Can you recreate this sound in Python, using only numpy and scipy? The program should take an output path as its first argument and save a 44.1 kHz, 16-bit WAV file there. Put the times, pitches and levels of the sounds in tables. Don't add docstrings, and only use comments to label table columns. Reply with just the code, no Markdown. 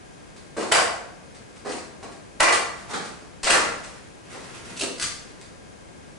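import sys
import numpy as np
from scipy import signal
from scipy.fft import rfft, irfft, next_fast_len
from scipy.io import wavfile
from scipy.ndimage import uniform_filter1d, map_coordinates

SR = 44100
rng = np.random.default_rng(int(sys.argv[2]) if len(sys.argv) > 2 else 0)


def output_pcm(signal):
    pcm = np.clip(np.atleast_2d(signal).T, -1, 1) * 32767
    wavfile.write(sys.argv[1], SR, np.round(pcm).astype(np.int16))


N = 272534

# (time of the blow [s], clack [dB], thud [dB], chatter t60 [s], lead of the spring's
# trip [s], trip [dB], recoil [dB], settling [dB], housing at the blow [dB], housing at the recoil [dB])
SHOTS = [(.719, -19, -26.5, 0.019, 0.0045, -23.5, -20.5, -30, -22.5, -25.5),
         (2.402, -16.5, -23.5, 0.016, 0.0036, -26.5, -19, -17.5, -30, -28.5),
         (3.499, -20.5, -15.5, 0.025, .033, -23, -19.5, -35, -20, -32)]
# (frequency [Hz], level [dB])
SLAM_EQ = [(60, -39), (170, -20.5), (260, -5), (340, -8.5), (470, 2), (620, 8.5), (900, -6), (1800, 5),
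           (3000, -36), (11000, -47)]
# (frequency [Hz], width [Hz], level [dB])
SLAM_MODES = [(331, 14, 5), (470, 14, 6), (539, 12, -2), (696, 22, 2), (1085, 24, 1), (1130, 16, 3)]
# (frequency [Hz], level [dB])
CLACK_EQ = [(60, -25), (170, -44), (270, -7.5), (450, 3.5), (720, 5), (1150, 6.5), (2000, 4), (2800, 1),
            (3600, -23.5), (6000, -7.5), (11000, -39)]
# (frequency [Hz], width [Hz], level [dB])
CLACK_MODES = [(331, 10, 5), (470, 9, 6), (539, 8, 2), (605, 8, -2), (668, 8, 1), (696, 9, 2),
               (724, 14, -9), (1078, 18, 2), (1130, 11, 5), (1178, 10, 0), (1370, 28, -2), (1535, 12, -5),
               (1597, 10, 1), (1694, 10, 0), (1769, 10, -7), (1868, 10, 1), (1966, 20, 8.5), (2012, 16, -3),
               (2397, 12, -3), (2861, 12, 3)]
# (frequency [Hz], level [dB])
HOUSING_EQ = [(100, -2), (700, 3.5), (1100, 3.5), (2400, 8.5), (3300, 5.5), (4200, 10), (6000, 6),
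              (7000, 6), (8200, 7.5), (9600, 4), (11000, -9)]
# (frequency [Hz], width [Hz], level [dB])
HOUSING_MODES = [(1195, 25, 2), (2000, 40, 3), (4630, 110, -7), (4829, 60, -5), (5070, 80, -4),
                 (5450, 70, -6), (6120, 60, 2), (6510, 50, -5), (7660, 40, -3), (7920, 40, -2),
                 (8360, 50, -3)]
# (time [s], level [dB])
SNAPS = [(0.721, -19), (0.733, -36), (0.746, -28), (2.4028, -24), (2.428, -29), (2.522, -40), (2.545, -31),
         (3.504, -22), (3.528, -30.5)]
# (frequency [Hz], level [dB])
SNAP_EQ = [(200, 2), (1500, -8), (2800, 15), (3700, 11), (5200, 6), (6500, 2.5), (8300, 11.5), (9600, 8),
           (11000, 0.5)]
# (time [s], level [dB])
LOW_THUMPS = [(.72, -48), (2.401, -28), (3.438, -31)]

# (time [s], thud [dB], clack offset [dB], chatter t60 [s])
KNOCKS = [(0.565, -29, 0, 0.083), (.596, -33, 3, 0.081), (0.624, -38.5, 6, 0.044), (1.645, -30.5, -2, 0.17),
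          (2.024, -41, 3.5, 0.088), (3.215, -53, 4, 0.054), (3.535, -26, -7, 0.045),
          (4.322, -41.5, 3, 0.15)]
# (frequency [Hz], level [dB])
EDGE_EQ = [(50, -51), (130, -12.5), (220, -0.5), (330, 3), (520, 0), (740, -2.5), (1100, -3.5), (1800, -13),
           (3000, -75), (11000, -52)]
# (frequency [Hz], width [Hz], level [dB])
EDGE_MODES = [(269, 26, -4), (388, 36, -3), (462, 40, -2), (730, 70, -1), (791, 30, -4)]
# (time [s], level [dB])
LEVER_CLICKS = [(.36, -51.5), (0.676, -45), (1.345, -52), (1.558, -53), (1.69, -41.5), (1.712, -39.5),
                (1.763, -44), (2.113, -52.5), (2.521, -24.5), (3.049, -44), (3.430, -28), (3.442, -32.5),
                (3.834, -44), (5.408, -49)]
# (time [s], level [dB], chatter t60 [s])
SPRING_BACK = [(2.891, -32, 0.088), (2.933, -28, 0.043), (2.957, -34, .04), (3.603, -27.5, 0.078)]
# (frequency [Hz], level [dB])
LEVER_EQ = [(60, -31), (170, 2.5), (300, 3.5), (560, 3), (900, 3), (1400, 2), (2000, -2), (2900, -10),
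            (3800, -3), (5500, -9), (8200, -8.5), (11000, -18.5)]
# (frequency [Hz], width [Hz], level [dB])
LEVER_MODES = [(560, 40, -3), (1200, 28, 5)]

# (time [s], thud [dB], clink [dB], chatter t60 [s])
PUT_DOWN = [(4.759, -59, -35, 0.14), (4.794, -57, -32.5, 0.033), (4.807, -37.5, -28, 0.044),
            (4.819, -33.5, -30, 0.034), (4.831, -30.5, -34, 0.043), (4.872, -41, -49, 0.054)]
# (frequency [Hz], level [dB])
THUMP_EQ = [(50, -7), (150, -20), (240, 3.5), (330, 2), (480, -0.5), (620, 1), (800, -9), (1100, -5),
            (2000, -11), (11000, -42)]
# (frequency [Hz], width [Hz], level [dB])
THUMP_MODES = [(269, 24, 1), (385, 36, -8), (494, 24, 2)]
# (frequency [Hz], level [dB])
PLATE_EQ = [(200, -38), (1100, -2), (2000, -4.5), (2600, 6.5), (4400, 2.5), (7000, 1), (9000, 2.5),
            (11000, -5)]
# (frequency [Hz], width [Hz], level [dB])
PLATE_MODES = [(2680, 200, -4), (4000, 90, -2), (4370, 150, 0), (5110, 70, 2), (6000, 90, 0),
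               (6330, 90, -2), (7920, 110, 0), (8620, 52, 0)]
# (time [s], level [dB], chatter t60 [s])
PICK_UP = [(4.978, -40, .04), (4.996, -28.5, 0.028), (5.007, -25.5, 0.082), (5.024, -24.5, 0.025),
           (5.039, -25.5, 0.039)]
# (frequency [Hz], level [dB])
JANGLE_EQ = [(100, 0.5), (700, -9), (1100, 0.5), (2400, 1.5), (3700, 0), (4400, 2.5), (6300, 0),
             (7000, 0.5), (8200, 1.5), (9600, -0.5), (11000, -9)]
# (frequency [Hz], width [Hz], level [dB])
JANGLE_MODES = [(1195, 22, 4), (1470, 40, -3), (2010, 40, 4), (3050, 80, -5), (3420, 37, 2), (4600, 160, 0),
                (4829, 50, -2), (5090, 80, 0), (5500, 34, 1), (6110, 60, 1), (6220, 90, 2), (7660, 26, 0),
                (7920, 30, -1), (8370, 39, -1), (9640, 51, -3), (9830, 55, -3)]

# (time at full strength [s], hold [s], level [dB])
SWELLS = [(2.75, 0.28, -46.5), (3.7, 0.18, -44.5), (4.335, 0.21, -42.5), (4.67, 0.072, -38),
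          (5.17, 0.15, -54.5)]
# (frequency [Hz], level [dB])
RUSTLE_EQ = [(40, -10), (150, 3), (450, 1), (800, -4.5), (2000, -2), (4000, -8.5), (8000, -10),
             (11000, -14.5)]
# (frequency [Hz], t60 [s])
ROOM_T60 = [(100, 1), (300, 0.63), (700, 0.74), (1500, 0.66), (3000, 0.53), (6000, 0.56), (10000, 0.46)]
# (frequency [Hz], level [dB])
BED_EQ = [(12, -44), (22, -22), (45, -7), (90, -6.5), (170, -6), (350, -9.5), (550, -11), (780, -15.5),
          (1050, -21), (1600, -19), (2300, -23), (4000, -27), (7000, -27), (11000, -32.5)]
# (frequency [Hz], side over mid [dB])
BED_WIDTH = [(60, 1), (110, 2), (190, 2), (340, 3), (610, 1), (1100, 5), (1960, 0), (3510, -1), (6280, -2),
             (11200, -2)]
# (frequency [Hz], level [dB])
WHINE = [(895, -68), (1010, -67), (1620, -65), (2159, -68), (2336, -73), (2519, -69), (3238, -75),
         (4856, -74), (6476, -75), (9711, -76)]


def shots():
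    contacts = [row for shot in SHOTS for row in shot_contacts(*shot)]
    return gun(contacts, SLAM_EQ, SLAM_MODES,
               thud_db=-4, clack_db=-0.5, steel_db=2.5, pan_db=0.3, direct_db=17)


def shot_contacts(s, clack_db, thud_db, t60, lead, trip_db, recoil_db, settle_db,
                  steel_db, recoil_steel_db):
    rebound_db = -11
    trip = (s - lead, trip_db + 1, trip_db, trip_db - 2.5, t60)
    blow = (s, thud_db, clack_db, steel_db, t60)
    recoil = (s + 0.027, recoil_db + rebound_db, recoil_db, recoil_steel_db, 0.64 * t60)
    settle = (s + 0.066, settle_db + rebound_db, settle_db, settle_db - 15, 0.063)
    return [trip, blow, recoil, settle]


def gun(contacts, wood_eq, wood_modes, thud_db, clack_db, steel_db, pan_db, direct_db):
    wood, nose, steel = strikes(contacts, direct_db)
    thud = ringing(coloured(wood, wood_eq), wood_modes)
    clack = ringing(coloured(nose, CLACK_EQ), CLACK_MODES, ring_db=1.5)
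    rattle = ringing(coloured(steel, HOUSING_EQ), HOUSING_MODES, ring_db=-8.5)
    return panned(amp(thud_db) * thud + amp(clack_db) * clack + amp(steel_db) * rattle, pan_db)


def snaps(t60=0.023):
    drive, = strikes([(s, db, t60) for s, db in SNAPS], direct_db=30, spiky=0.5)
    return coloured(drive, SNAP_EQ)


def low_thumps(decay_s=0.013):
    track = np.zeros((2, N))
    age = np.arange(SR // 8) / SR / decay_s
    pulse = np.tile(age * (2 - age) * np.exp(-age), (2, 1))
    for s, db in LOW_THUMPS:
        add(track, s, amp(db) * pulse)
    return track


def handling(click_t60=0.063):
    knocks = [(s, db, db + hard_db, db + hard_db - 9.5, t60) for s, db, hard_db, t60 in KNOCKS]
    clicks = [(s, db - 18, db + 2.5, db, click_t60) for s, db in LEVER_CLICKS]
    return gun(knocks + clicks, EDGE_EQ, EDGE_MODES,
               thud_db=-0.5, clack_db=-8.5, steel_db=1.5, pan_db=0.37, direct_db=26)


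def spring_back():
    drive, = strikes(SPRING_BACK, direct_db=21)
    return ringing(coloured(drive, LEVER_EQ), LEVER_MODES)


def put_down(thump_db=-4.5, clink_db=-3):
    wood, steel = strikes(PUT_DOWN, direct_db=30)
    thump = ringing(coloured(wood, THUMP_EQ), THUMP_MODES, ring_db=2)
    clink = ringing(coloured(steel, PLATE_EQ), PLATE_MODES)
    return amp(thump_db) * thump + amp(clink_db) * clink


def pick_up(gain_db=-6):
    drive, = strikes(PICK_UP, direct_db=28.5)
    jangle = ringing(coloured(drive, JANGLE_EQ), JANGLE_MODES, ring_db=1.5)
    return panned(amp(gain_db) * jangle, pan_db=0.7)


def strikes(events, direct_db, spiky=1.095):
    drives = np.zeros((len(events[0]) - 2, 2, N))
    for s, *levels, t60 in events:
        for drive, db in zip(drives, levels):
            add(drive, s, amp(db) * contact(t60, direct_db, spiky))
    return drives


def contact(t60, direct_db, spiky, rise=0.25, flatten=0.033):
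    t = np.arange(8192) / SR
    noise, strength = rng.standard_normal((2, len(t)))
    envelope = (1 - np.exp(-t / (rise * t60))) * amp(-60 * t / t60)
    spectrum = rfft(noise * np.exp(spiky * strength) * envelope, 2 * len(t))
    spectrum /= uniform_filter1d(np.abs(spectrum), 110) ** flatten
    burst = irfft(spectrum)[:len(t)]
    return signal.fftconvolve(room(direct_db), burst[None] / np.linalg.norm(burst), axes=1)


def rustles(grain_db=4, attack_s=0.14, release_t60=0.79):
    t = np.arange(N) / SR
    swells = []
    for s, hold, db in SWELLS:
        attack = np.clip(1 + (t - s) / attack_s, 0, 1)
        release_db = 60 * np.maximum(t - s - hold, 0) / release_t60
        swells.append(attack * amp(db - release_db))
    grain = amp(grain_db * wander(t, rate_hz=60))
    noise = unit(rng.standard_normal(N) * grain) * np.max(swells, axis=0)
    reverb = room(direct_db=-3)
    rustle = signal.fftconvolve(noise[None], reverb / np.linalg.norm(reverb[0]), axes=1)[:, :N]
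    return coloured(rustle, RUSTLE_EQ)


def room(direct_db, side_db=-2, build_s=0.00042):
    hz, t, bands = signal.stft(rng.standard_normal((2, SR)), SR, nperseg=256)
    decay = amp(-60 * t / along(ROOM_T60, hz)[:, None])
    mid, side = signal.istft(bands * decay, SR, nperseg=256)[1]
    side = side * amp(side_db)
    tail = np.array([mid + side, mid - side]) / np.sqrt(1 + amp(2 * side_db))
    tail *= 1 - np.exp(-np.arange(len(mid)) / SR / build_s)
    response = diffuse(tail)
    response[:, 0] += amp(direct_db)
    return response


def diffuse(tail, bins=150):
    spectrum = rfft(tail, 2 * SR)
    power = np.mean(np.abs(spectrum) ** 2, axis=0)
    broad, narrow = uniform_filter1d(power, 20 * bins), uniform_filter1d(power, bins)
    return irfft(spectrum * np.sqrt(np.abs(broad / narrow)))[:, :SR]


def background(bed_db=-45, whine_db=-1):
    def colour(hz):
        return amp(along(BED_EQ, hz)) * np.array([np.ones(len(hz)), amp(along(BED_WIDTH, hz))])
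    mid, side = filtered(rng.standard_normal((2, N)), colour)
    bed = unit(np.array([mid + side, mid - side]))
    return panned(amp(bed_db) * bed + amp(whine_db) * motor(), pan_db=1)


def motor(waver_rad=0.61):
    t = np.arange(N) / SR
    whine = np.zeros((2, N))
    for hz, db in WHINE:
        phase = 2 * np.pi * (hz * t + rng.random((2, 1)) / 2)
        whine += amp(db) * np.sqrt(2) * np.sin(phase + waver_rad * wander(t, rate_hz=9))
    return whine


def gain_control(x, threshold_db=-14, release_db_per_s=60, attack_s=0.00058, window_s=0.0023):
    def smooth(v, seconds):
        pole = np.exp(-1 / (seconds * SR))
        return signal.lfilter([1 - pole], [1, -pole], v)
    level_db = 10 * np.log10(smooth(np.mean(x ** 2, axis=0), window_s) + 1e-12)
    over_db = np.maximum(level_db - threshold_db, 0)
    ramp = release_db_per_s * np.arange(N) / SR
    cut_db = np.maximum.accumulate(over_db + ramp) - ramp
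    return x * amp(-smooth(cut_db, attack_s))


def overload(x, ceiling=0.6, knee=5):
    return x / (1 + np.abs(x / ceiling) ** knee) ** (1 / knee)


def ringing(x, modes, ring_db=0):
    def response(hz):
        return 1 + sum(amp(db + ring_db) * 1j * hz * width / (centre ** 2 - hz ** 2 + 1j * hz * width)
                       for centre, width, db in modes)
    return filtered(x, response)


def coloured(x, eq, size=4096):
    cepstrum = irfft(np.log(amp(along(eq, np.fft.rfftfreq(size, 1 / SR)))))
    cepstrum[1:size // 2] *= 2
    cepstrum[size // 2 + 1:] = 0
    kernel = irfft(np.exp(rfft(cepstrum)))
    return signal.fftconvolve(x, kernel[None] / np.linalg.norm(kernel), axes=1)[:, :x.shape[1]]


def filtered(x, response):
    size = x.shape[-1]
    padded = next_fast_len(size + SR // 2)
    return irfft(rfft(x, padded) * response(np.fft.rfftfreq(padded, 1 / SR)), padded)[..., :size]


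def along(points, hz):
    freqs, values = np.transpose(points)
    return np.interp(np.log(hz + 1), np.log(freqs), values)


def wander(t, rate_hz):
    return map_coordinates(rng.standard_normal(N // 100), [t * rate_hz])


def add(track, s, sound):
    part = track[:, round(s * SR):][:, :sound.shape[1]]
    part += sound[:, :part.shape[1]]


def panned(x, pan_db):
    return x * amp([[pan_db], [-pan_db]])


def amp(db):
    return 10 ** (np.asarray(db) / 20)


def unit(x):
    return x / np.sqrt(np.mean(x ** 2) + 1e-20)


def scene():
    firing = shots() + snaps() + low_thumps()
    gun_moves = handling() + spring_back() + put_down() + pick_up()
    return firing + gun_moves + rustles() + background()


def record(dry, top_hz=10900):
    squashed = overload(gain_control(dry))
    return filtered(squashed, lambda hz: 1 / np.sqrt(1 + (hz / top_hz) ** 300))


dry = scene()
out = record(dry)
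output_pcm(out)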